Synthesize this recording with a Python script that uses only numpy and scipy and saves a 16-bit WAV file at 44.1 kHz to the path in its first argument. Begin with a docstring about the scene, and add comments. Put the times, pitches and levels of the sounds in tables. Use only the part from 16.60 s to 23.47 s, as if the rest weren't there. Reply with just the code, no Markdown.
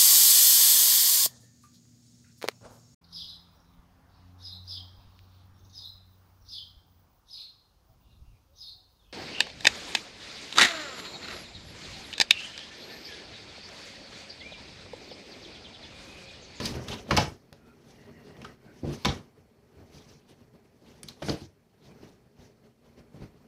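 """A cat pounces on a strap that is trailed over the hard floor of a small room.
First comes a flurry of taps and paw thumps, hardest at about half a second, then a lone tap and the dragging strap.
A second pounce lands near 2.4 s, soft steps follow, a third lands near 4.6 s and soft thumps end the scene.
Thumps are soft pushes ringing floor modes; taps are noise cracks with a ring; drags are resonant rubbing noise.
Throughout, room noise and strap rustle swell and sink around the sounds, over a faint steady hiss."""
import sys
import numpy as np
from scipy import signal
from scipy.fft import rfft, irfft, next_fast_len
from scipy.io import wavfile
from scipy.ndimage import uniform_filter1d

SR = 44100
rng = np.random.default_rng(int(sys.argv[2]) if len(sys.argv) > 2 else 0)


def elevation(decibels):
    """Turn decibel levels (scalar or array-like) into linear amplitude ratios."""
    levels = np.asarray(decibels, float)
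    return 10 ** (levels / 20)


def store_wav(level_fs):
    """Save 16-bit WAV to argv[1]."""
    pcm = np.round(np.clip(np.atleast_2d(level_fs), -1, 1) * 32767)
    wavfile.write(sys.argv[1], SR, pcm.T.astype(np.int16))


N = 303011   # length [samples]


def rms_one(x):
    """Scale to rms 1."""
    return x / np.sqrt(np.mean(x ** 2) + 1e-20)


def in_time(rows):
    """Read the columns of a curve table sample by sample."""
    s, *columns = np.transpose(rows)
    return [np.interp(np.arange(N) / SR, s, column) for column in columns]


def at_hz(points, hz):
    """Read a spectrum table on a log-frequency axis."""
    table_hz, table_db = np.transpose(points)
    return np.interp(np.log(hz), np.log(table_hz), table_db)


def summed_db(*levels_db):
    """Add levels as powers."""
    return 10 * np.log10(sum(elevation(v) ** 2 for v in levels_db))


def drift(rate_hz):
    """Slow random wander of rms 1: white noise through two equal low-pass poles."""
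    hop = 40   # samples per slow step
    r = np.exp(-2 * np.pi * rate_hz * hop / SR)
    white = rng.standard_normal(N // hop + 2002)
    slow = signal.lfilter([1], [1, -2 * r, r * r], white)[2000:]   # settled part
    return np.interp(np.arange(N) / hop, np.arange(len(slow)), rms_one(slow))


EDGES_HZ = 25 * 2 ** np.arange(0, 9.4, 1 / 3)


def bands(size):
    """Third-octave bands of noise, neighbours unrelated: (centre [Hz], noise)."""
    white = rng.standard_normal((2, size))
    for k, (low, high) in enumerate(zip(EDGES_HZ, EDGES_HZ[1:])):
        sos = signal.butter(2, [low, high], "band", fs=SR, output="sos")
        yield np.sqrt(low * high), signal.sosfilt(sos, white[k % 2])


def coloured_noise(spectrum, patchy_db):
    """Noise of a given spectrum whose bands flicker on their own; rms 1."""
    total = np.zeros(N)
    for hz, band in bands(N):
        total += elevation(at_hz(spectrum, hz) + patchy_db * drift(18)) * band
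    return rms_one(total)


def resonance(x, hz, width_hz):
    """Two-pole band of gain 1 at its top."""
    r = np.exp(-np.pi * width_hz / SR)
    poles = [1, -2 * r * np.cos(2 * np.pi * hz / SR), r * r]
    return signal.lfilter([(1 - r * r) / 2, 0, (r * r - 1) / 2], poles, x)


def double_resonance(x, hz, width_hz):
    """The same resonance twice over, for steeper skirts."""
    return resonance(resonance(x, hz, width_hz), hz, width_hz)


def add(out, s, sound):
    """Mix a sound in at a time."""
    at = round(s * SR)
    out[at:at + len(sound)] += sound[:N - at]


# Shape of the steady hiss: (frequency [Hz], relative density [dB per Hz])
HISS_SPECTRUM = [(100, -2), (1000, -15.5), (5000, -13), (16000, -16.5)]


def hiss():
    """Faint steady noise, shaped in the spectrum."""
    white = rng.standard_normal(next_fast_len(N))
    hz = np.maximum(np.fft.rfftfreq(len(white), 1 / SR), 100)
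    shaped = irfft(rfft(white) * elevation(at_hz(HISS_SPECTRUM, hz)), len(white))[:N]
    return elevation(-80.5) * rms_one(shaped)


# Swells of the background noise: (time of the peak [s], low noise level [dB], treble noise level [dB], length [s])
NOISE_SWELLS = [(0.043, -54, -39, 0.19), (0.165, -41.5, -55.5, 0.28), (.325, -38, -44, 0.17),
                (0.505, -36.5, -45, 0.061), (1.08, -56, -67, 0.073), (1.32, -59.5, -63.5, 0.4),
                (1.494, -50.5, -82, 0.06), (1.68, -52, -65.5, 0.17), (1.827, -51.5, -66, 0.14),
                (2.066, -53.5, -72, 0.18), (2.195, -61, -64, 0.21), (2.28, -54, -51, 0.11),
                (2.33, -43, -45.5, 0.091), (2.42, -59, -50.5, 0.088), (2.514, -39.5, -55, 0.17),
                (2.782, -55, -84, 0.084), (3.199, -53.5, -74, 0.13), (3.368, -55.5, -56, 0.19),
                (3.512, -57.5, -60, 0.17), (3.709, -55.5, -62, 0.091), (3.816, -56.5, -75.5, 0.13),
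                (3.955, -54, -79.5, 0.067), (4.054, -57.5, -80.5, 0.064), (4.304, -57, -64, 0.26),
                (4.499, -55, -53, 0.063), (4.692, -41, -41, 0.13), (4.809, -52, -52.5, 0.098),
                (5.142, -62, -80.5, 0.054), (5.26, -58, -64, 0.16), (5.442, -50.5, -62, 0.14),
                (5.828, -54, -61.5, 0.14), (6.062, -56.5, -76, .08), (6.262, -58.5, -76, 0.11),
                (6.388, -51, -66.5, 0.071), (6.562, -51, -67, 0.088), (6.628, -49, -60.5, 0.075)]


def swell_levels():
    """Low noise and treble noise rise and sink together in each swell; gives both levels in dB."""
    rise_share, edge_db = .7, 24   # rise time against length; level lost at the ends
    roundness = 1.2   # 1 = pointed peak, 2 = rounded top
    t, power = np.arange(0, N, 64) / SR, 0
    for s, low_db, treble_db, length in NOISE_SWELLS:
        away = np.maximum((s - t) / rise_share, t - s) / max(length, .01)
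        lost_db = np.minimum(edge_db * away ** roundness, 200)
        power = power + elevation(np.array([[low_db], [treble_db]]) - lost_db) ** 2
    return [np.interp(np.arange(N) / SR, t, 10 * np.log10(p)) for p in power]


def wake(hits):
    """Level of the hits in dB, held up by a steady fall, for the noise that trails them."""
    fall_db = 167 * np.arange(N) / SR   # 167 dB per s
    size = int(.02 * SR)   # smoothed over 20 ms
    power = np.abs(uniform_filter1d(hits ** 2, size, origin=(size - 1) // 2))
    level_db = 10 * np.log10(power + 1e-14)
    return np.maximum.accumulate(level_db + fall_db) - fall_db


# Broad colour of the room noise: (frequency [Hz], relative density [dB per Hz])
ROOM_SPECTRUM = [(15, -46), (25, -4.5), (129, -3.5), (193, -6.5), (233, -4.5), (340, -11), (410, -1),
                 (482, -19), (552, -12), (1050, -22), (2560, -27), (3170, -35), (4380, -35), (8130, -43),
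                 (15500, -42)]
# Hum of the room, through two equal resonances: (frequency [Hz], width of each [Hz], level against the noise [dB])
ROOM_HUM = [(137, 35, -10), (232.5, 26, -8), (409.2, 52, -8.5), (5430, 500, -29)]
# Resting level of the room noise: (time [s], level [dB])
ROOM_REST = [(0.0, -35), (0.2, -42.5), (0.45, -50.5), (0.8, -61), (1.2, -60), (1.6, -55), (1.9, -52),
             (1.99, -65.5), (2.15, -57.5), (2.4, -62), (2.7, -64.5), (3.1, -61.5), (3.4, -58),
             (3.65, -63.5), (4.1, -63.5), (4.4, -58), (5.08, -67), (5.35, -54), (5.7, -65), (6.0, -62),
             (6.15, -68.5), (6.3, -60), (6.87, -58.5)]


def room_noise(low_db, wake_db):
    """Flickering noise and resonant hum, rising in the swells and in the wake of hits."""
    air, hum = rng.standard_normal(N), np.zeros(N)
    whistle = (4370, 240, -25.5)   # columns as in ROOM_HUM
    for hz, width_hz, level_db in [*ROOM_HUM, whistle]:
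        hum += elevation(level_db) * rms_one(double_resonance(air, hz, width_hz))
    noise = coloured_noise(ROOM_SPECTRUM, patchy_db=1.73) + hum
    dull = signal.sosfilt(signal.butter(2, 7000, fs=SR, output="sos"), noise)
    rest_db, = in_time(ROOM_REST)
    room_db = summed_db(rest_db, low_db, wake_db - 15.5)
    loudness = np.clip((room_db + 55) / 15, 0, .9)   # loud swells are duller at the top
    flickering_db = room_db + 1.0 * drift(25)
    return elevation(flickering_db) * ((1 - loudness) * noise + loudness * dull)


# Colour of the strap's rustle: (frequency [Hz], relative density [dB per Hz])
RUSTLE_SPECTRUM = [(530, -30.5), (900, 3.5), (977, -3), (1680, -3), (2850, 0), (5850, 0.5), (7760, -19),
                   (8630, -10), (15000, -23)]


def strap_rustle(treble_db, tap_wake_db):
    """Fluttering treble noise of the strap, rising in the swells and in the wake of taps."""
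    rest_db = -82.5
    level_db = summed_db(rest_db, treble_db, tap_wake_db - 19.5)
    return elevation(level_db + 1.7 * drift(23)) * coloured_noise(RUSTLE_SPECTRUM, patchy_db=3.0)


def background(wake_db, tap_wake_db):
    """Room noise and strap rustle swell at the same moments, over the steady hiss."""
    low_db, treble_db = swell_levels()
    return room_noise(low_db, wake_db) + strap_rustle(treble_db, tap_wake_db) + hiss()


# Echo decay before the tail's extra drop: (frequency [Hz], t60 [s])
ECHO_DECAY = [(100, 0.27), (400, 0.23), (1500, .42), (5000, 0.24), (12000, 1)]
# Echo colour at the start of the tail: (frequency [Hz], relative level [dB])
ECHO_TONE = [(100, -4), (700, -0.5), (3000, 1.5), (6000, 1.5), (8000, -6), (15000, -22)]


def room(x):
    """Dense echoes dying band by band; the tail then drops away faster and faster."""
    t = np.arange(16384) / SR
    tail = np.zeros(len(t))
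    for hz, band in bands(len(t)):
        tail += elevation(at_hz(ECHO_TONE, hz) - 60 * t / at_hz(ECHO_DECAY, hz)) * band
    tail *= np.clip((t - .002) / 0.0021, 0, 1)   # silent for 2 ms, then a quick rise
    tail *= elevation(-600 * np.maximum(t - .03, 0) ** 2)
    return signal.fftconvolve(x, tail / np.sqrt(np.sum(tail ** 2)))[:N]


# Strap dragged along the floor, each resonance applied twice:
# (start [s], length [s], level [dB], lower resonance [Hz], upper resonance [Hz], width of each pass [Hz])
STRAP_DRAGS = [(1.05, 0.084, -67.5, 1370, 2500, 149), (1.428, 0.496, -64, 1910, 2790, 260),
               (2.094, 0.019, -63.5, 1500, 2190, 200)]


def drags():
    """Uneven rubbing noise in two resonances of the strap."""
    rise_db_per_s, fall_db_per_s = 150.5, 350
    out, t = np.zeros(N), np.arange(N) / SR
    for s, length, level_db, lower_hz, upper_hz, width_hz in STRAP_DRAGS:
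        rub = rng.standard_normal(N) * elevation(4.3 * drift(23))
        lower = double_resonance(rub, lower_hz, width_hz)
        upper = double_resonance(rub, upper_hz, width_hz)
        before_db = rise_db_per_s * np.maximum(s - t, 0)
        after_db = fall_db_per_s * np.maximum(t - s - length, 0)
        out += elevation(level_db - before_db - after_db) * rms_one(lower + elevation(-7.0) * upper)
    return out


# Colour of a tap's crack before its own tilt: (frequency [Hz], relative level [dB])
CRACK_COLOUR = [(300, 2.5), (800, 10.5), (2200, 5.5), (3300, 5), (5500, 1.5), (7500, -9), (11000, -14.5),
                (16000, -22)]
# Claw and strap-end taps and slaps: (time [s], level before a 7 dB trim [dB], ring [Hz],
# ring against crack [dB], t60, at least 3 ms when played [s], tilt [dB per octave])
TAP_HITS = [(.001, -18, 3100, -10, 0.023, -6.5), (.053, -20, 4600, 1, 0.059, 6.5),
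            (0.14, -22.5, 2920, -12, 0.028, -7.5), (0.2827, -25.5, 3420, 1.5, 0.039, 2),
            (0.308, -29.5, 3040, 8.5, 0.11, 2), (.325, -29, 3670, 0, 0.086, -2.5),
            (.507, -7.5, 1016, -1, 0.049, -3), (0.565, -15, 5050, 0.5, 0.035, 1.5),
            (0.571, -6.5, 3180, -14.5, 0.037, 0), (.58, -10, 795, 0.5, .064, -6.5),
            (.599, -30, 9500, -10.5, 0.014, 2), (0.9275, -31, 1690, 1, 0.0083, 5),
            (1.767, -42, 3300, -2, .02, -1.5), (1.816, -34, 2600, 6, 0.021, 2),
            (1.843, -32, 1320, 1, 0.067, -0.5), (1.849, -32.5, 3100, 19, 0.01, -16),
            (2.4479, -11, 3370, 4, 0.025, 0.5), (2.454, -8, 2130, -10, 0.018, -0.5),
            (2.477, -22.5, 3540, 0.5, 0.12, -7.5), (4.4311, -29, 9370, 0, 0.02, 5.5),
            (4.4847, -28, 3900, 3.5, 0.025, 8.5), (4.6184, -28, 630, 1.5, 0.062, -1.5),
            (4.626, -30.5, 1160, -4, 0.029, -0.5), (4.684, -21.5, 1400, -16, 0.026, -3.5),
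            (4.694, -20.5, 4450, 0, 0.034, -3)]


def taps():
    """A coloured crack of noise plus a short ring, rising fast and dying; also what each sends to the walls."""
    near, far, t = np.zeros(N), np.zeros(N), np.arange(8192) / SR
    bins_hz = np.maximum(np.fft.rfftfreq(len(t), 1 / SR), 100)
    top = 1 / (1 + (6500 / bins_hz) ** 8)   # share of the spectrum above about 6.5 kHz
    for s, peak_db, hz, ring_db, t60, tilt_db in TAP_HITS:
        rise = max(.07 * t60, 1e-4)
        since_rise = np.maximum(t - rise, 0)
        noise = rng.standard_normal((2, len(t)))
        colour_db = at_hz(CRACK_COLOUR, bins_hz) + tilt_db * np.log2(bins_hz / 3000)
        spectrum = rfft(noise[0]) * elevation(colour_db)
        brief = elevation(-900 * since_rise)   # the treble is gone sooner
        crack = irfft(spectrum * (1 - top)) + brief * irfft(spectrum * top)
        crack /= np.std(irfft(spectrum))
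        ring = elevation(ring_db) * rms_one(double_resonance(noise[1], hz, .3 * hz))
        shape = elevation(peak_db - 7.0 - 60 * since_rise / max(t60, .003)) * np.minimum(t / rise, 1)
        shape /= np.hypot(1, elevation(ring_db))   # a strong ring adds no loudness
        add(near, s, shape * (crack + ring))
        echo_db = -8 + 0.067 * peak_db   # louder taps keep a stronger tail
        add(far, s, elevation(echo_db) * shape * (crack + elevation(-4) * ring))
    return near, far


# Floor modes under a paw: (frequency [Hz], level before chance and focus [dB], t60 [s])
FLOOR_MODES = [(82, 8.5, 0.09), (98, -3, 0.27), (151, 7, 0.15), (178, -9, 0.027), (200, 0, 0.17),
               (240, 2.5, .08), (291, 3, 0.067), (332, -0.5, 0.055), (427, -1.5, 0.014), (470, 1, 0.069),
               (561, -2.5, 0.12), (666, -4.5, 0.055), (752, -5, .04), (840, -11, .035)]
# Paws landing, each sound starting 2 ms ahead of its time:
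# (time [s], peak level [dB], push t60, at least 2 ms [s], centre [Hz], loss an octave from the centre [dB])
PAW_THUMPS = [(.009, -44, 0.046, 400, -7), (0.115, -35, 0.053, 440, 8), (0.15, -39, 0.059, 363, 20),
              (0.298, -39, 0.031, 200, 2), (0.346, -41, 0.051, 365, 17), (0.491, -29, 0.035, 500, 15),
              (.513, -21, 0.098, 594, -2), (0.526, -17, 0.071, 300, 3), (.549, -24, 0.043, 100, 0),
              (.577, -17.5, 0.073, 247, -3), (0.626, -25, .056, 142, 8), (0.669, -29.5, 0.16, 180, 6),
              (.926, -36.5, 0.02, 200, -2), (1.68, -47, 0.023, 249, 17), (1.849, -57, 0.14, 200, 0),
              (2.233, -23, 0.078, 367, 23), (2.243, -21.5, 0.086, 297, 9.5), (2.274, -22, 0.098, 200, 17),
              (2.292, -27.5, 0.24, 230, 15), (2.451, -21, 0.025, 248, -3), (2.464, -17, 0.051, 398, 2),
              (2.489, -15.5, 0.027, 253, 3.5), (3.166, -44.5, .087, 130, 3.5),
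              (3.346, -43, 0.076, 150, 1.5), (3.709, -47, 0.053, 230, -0.5), (4.439, -38, 0.062, 90, 1.5),
              (4.619, -30.5, 0.27, 230, 10), (4.686, -20.5, 0.06, 400, 6), (4.694, -18, .07, 328, 5),
              (4.716, -27.5, 0.13, 303, 1.5), (4.814, -34, 0.076, 150, 1.5), (5.431, -41, 0.034, 221.5, 17),
              (5.787, -43, 0.11, 126, 9), (6.372, -46, .045, 240, 8), (6.544, -36, 0.052, 303, 1),
              (6.601, -37, 0.17, 170, 20), (6.619, -34, 0.1, 300, 2)]


def thumps():
    """A soft uneven push strikes each floor mode with a strength of its own, weighted about a centre pitch."""
    out, t = np.zeros(N), np.arange(8192) / SR
    pad = signal.butter(4, 800, fs=SR, output="sos")   # the soft paw pad drives little above 800 Hz
    for s, peak_db, length, centre_hz, focus_db in PAW_THUMPS:
        shape = np.minimum(t / (0.03 * length), 1) * elevation(-60 * t / max(length, .002))
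        push = signal.sosfilt(pad, rng.standard_normal(len(t)) * shape)
        strengths_db = rng.normal(0, 0.88, len(FLOOR_MODES))
        body = np.zeros(len(t))
        for (hz, level_db, t60), extra_db in zip(FLOOR_MODES, strengths_db):
            r, w = elevation(-60 / (t60 * SR)), 2 * np.pi * hz / SR
            gain = elevation(level_db + extra_db - focus_db * np.log2(hz / centre_hz) ** 2)
            body += gain * signal.lfilter([0, np.sin(w)], [1, -2 * r * np.cos(w), r * r], push)
        add(out, s - .002, elevation(peak_db) * body / np.abs(body).max())
    return out


def scene():
    """Hits near the microphone, their echoes, the drags and the background."""
    near, far = taps()
    soft = thumps()
    hits = near + soft
    echoes = room(far + elevation(-6.5) * soft)
    return (hits + echoes + drags() + background(wake(hits), wake(near)))[None]


def low_pass(x):
    """Removes everything above the highest recorded frequency."""
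    return signal.sosfilt(signal.butter(12, 16470, fs=SR, output="sos"), x)


def record(dry):
    """The microphone loses the deepest bass, peaks are rounded and the top is cut."""
    bass_cut = signal.butter(2, 58, "high", fs=SR, output="sos")
    top_cut = signal.cheby2(16, 60, 16050, fs=SR, output="sos")
    mix = signal.sosfilt(bass_cut, dry)
    mix = .45 * np.tanh(mix / .45)
    mix = signal.sosfilt(top_cut, mix)
    return low_pass(mix)


dry = scene()
out = record(dry)
store_wav(out)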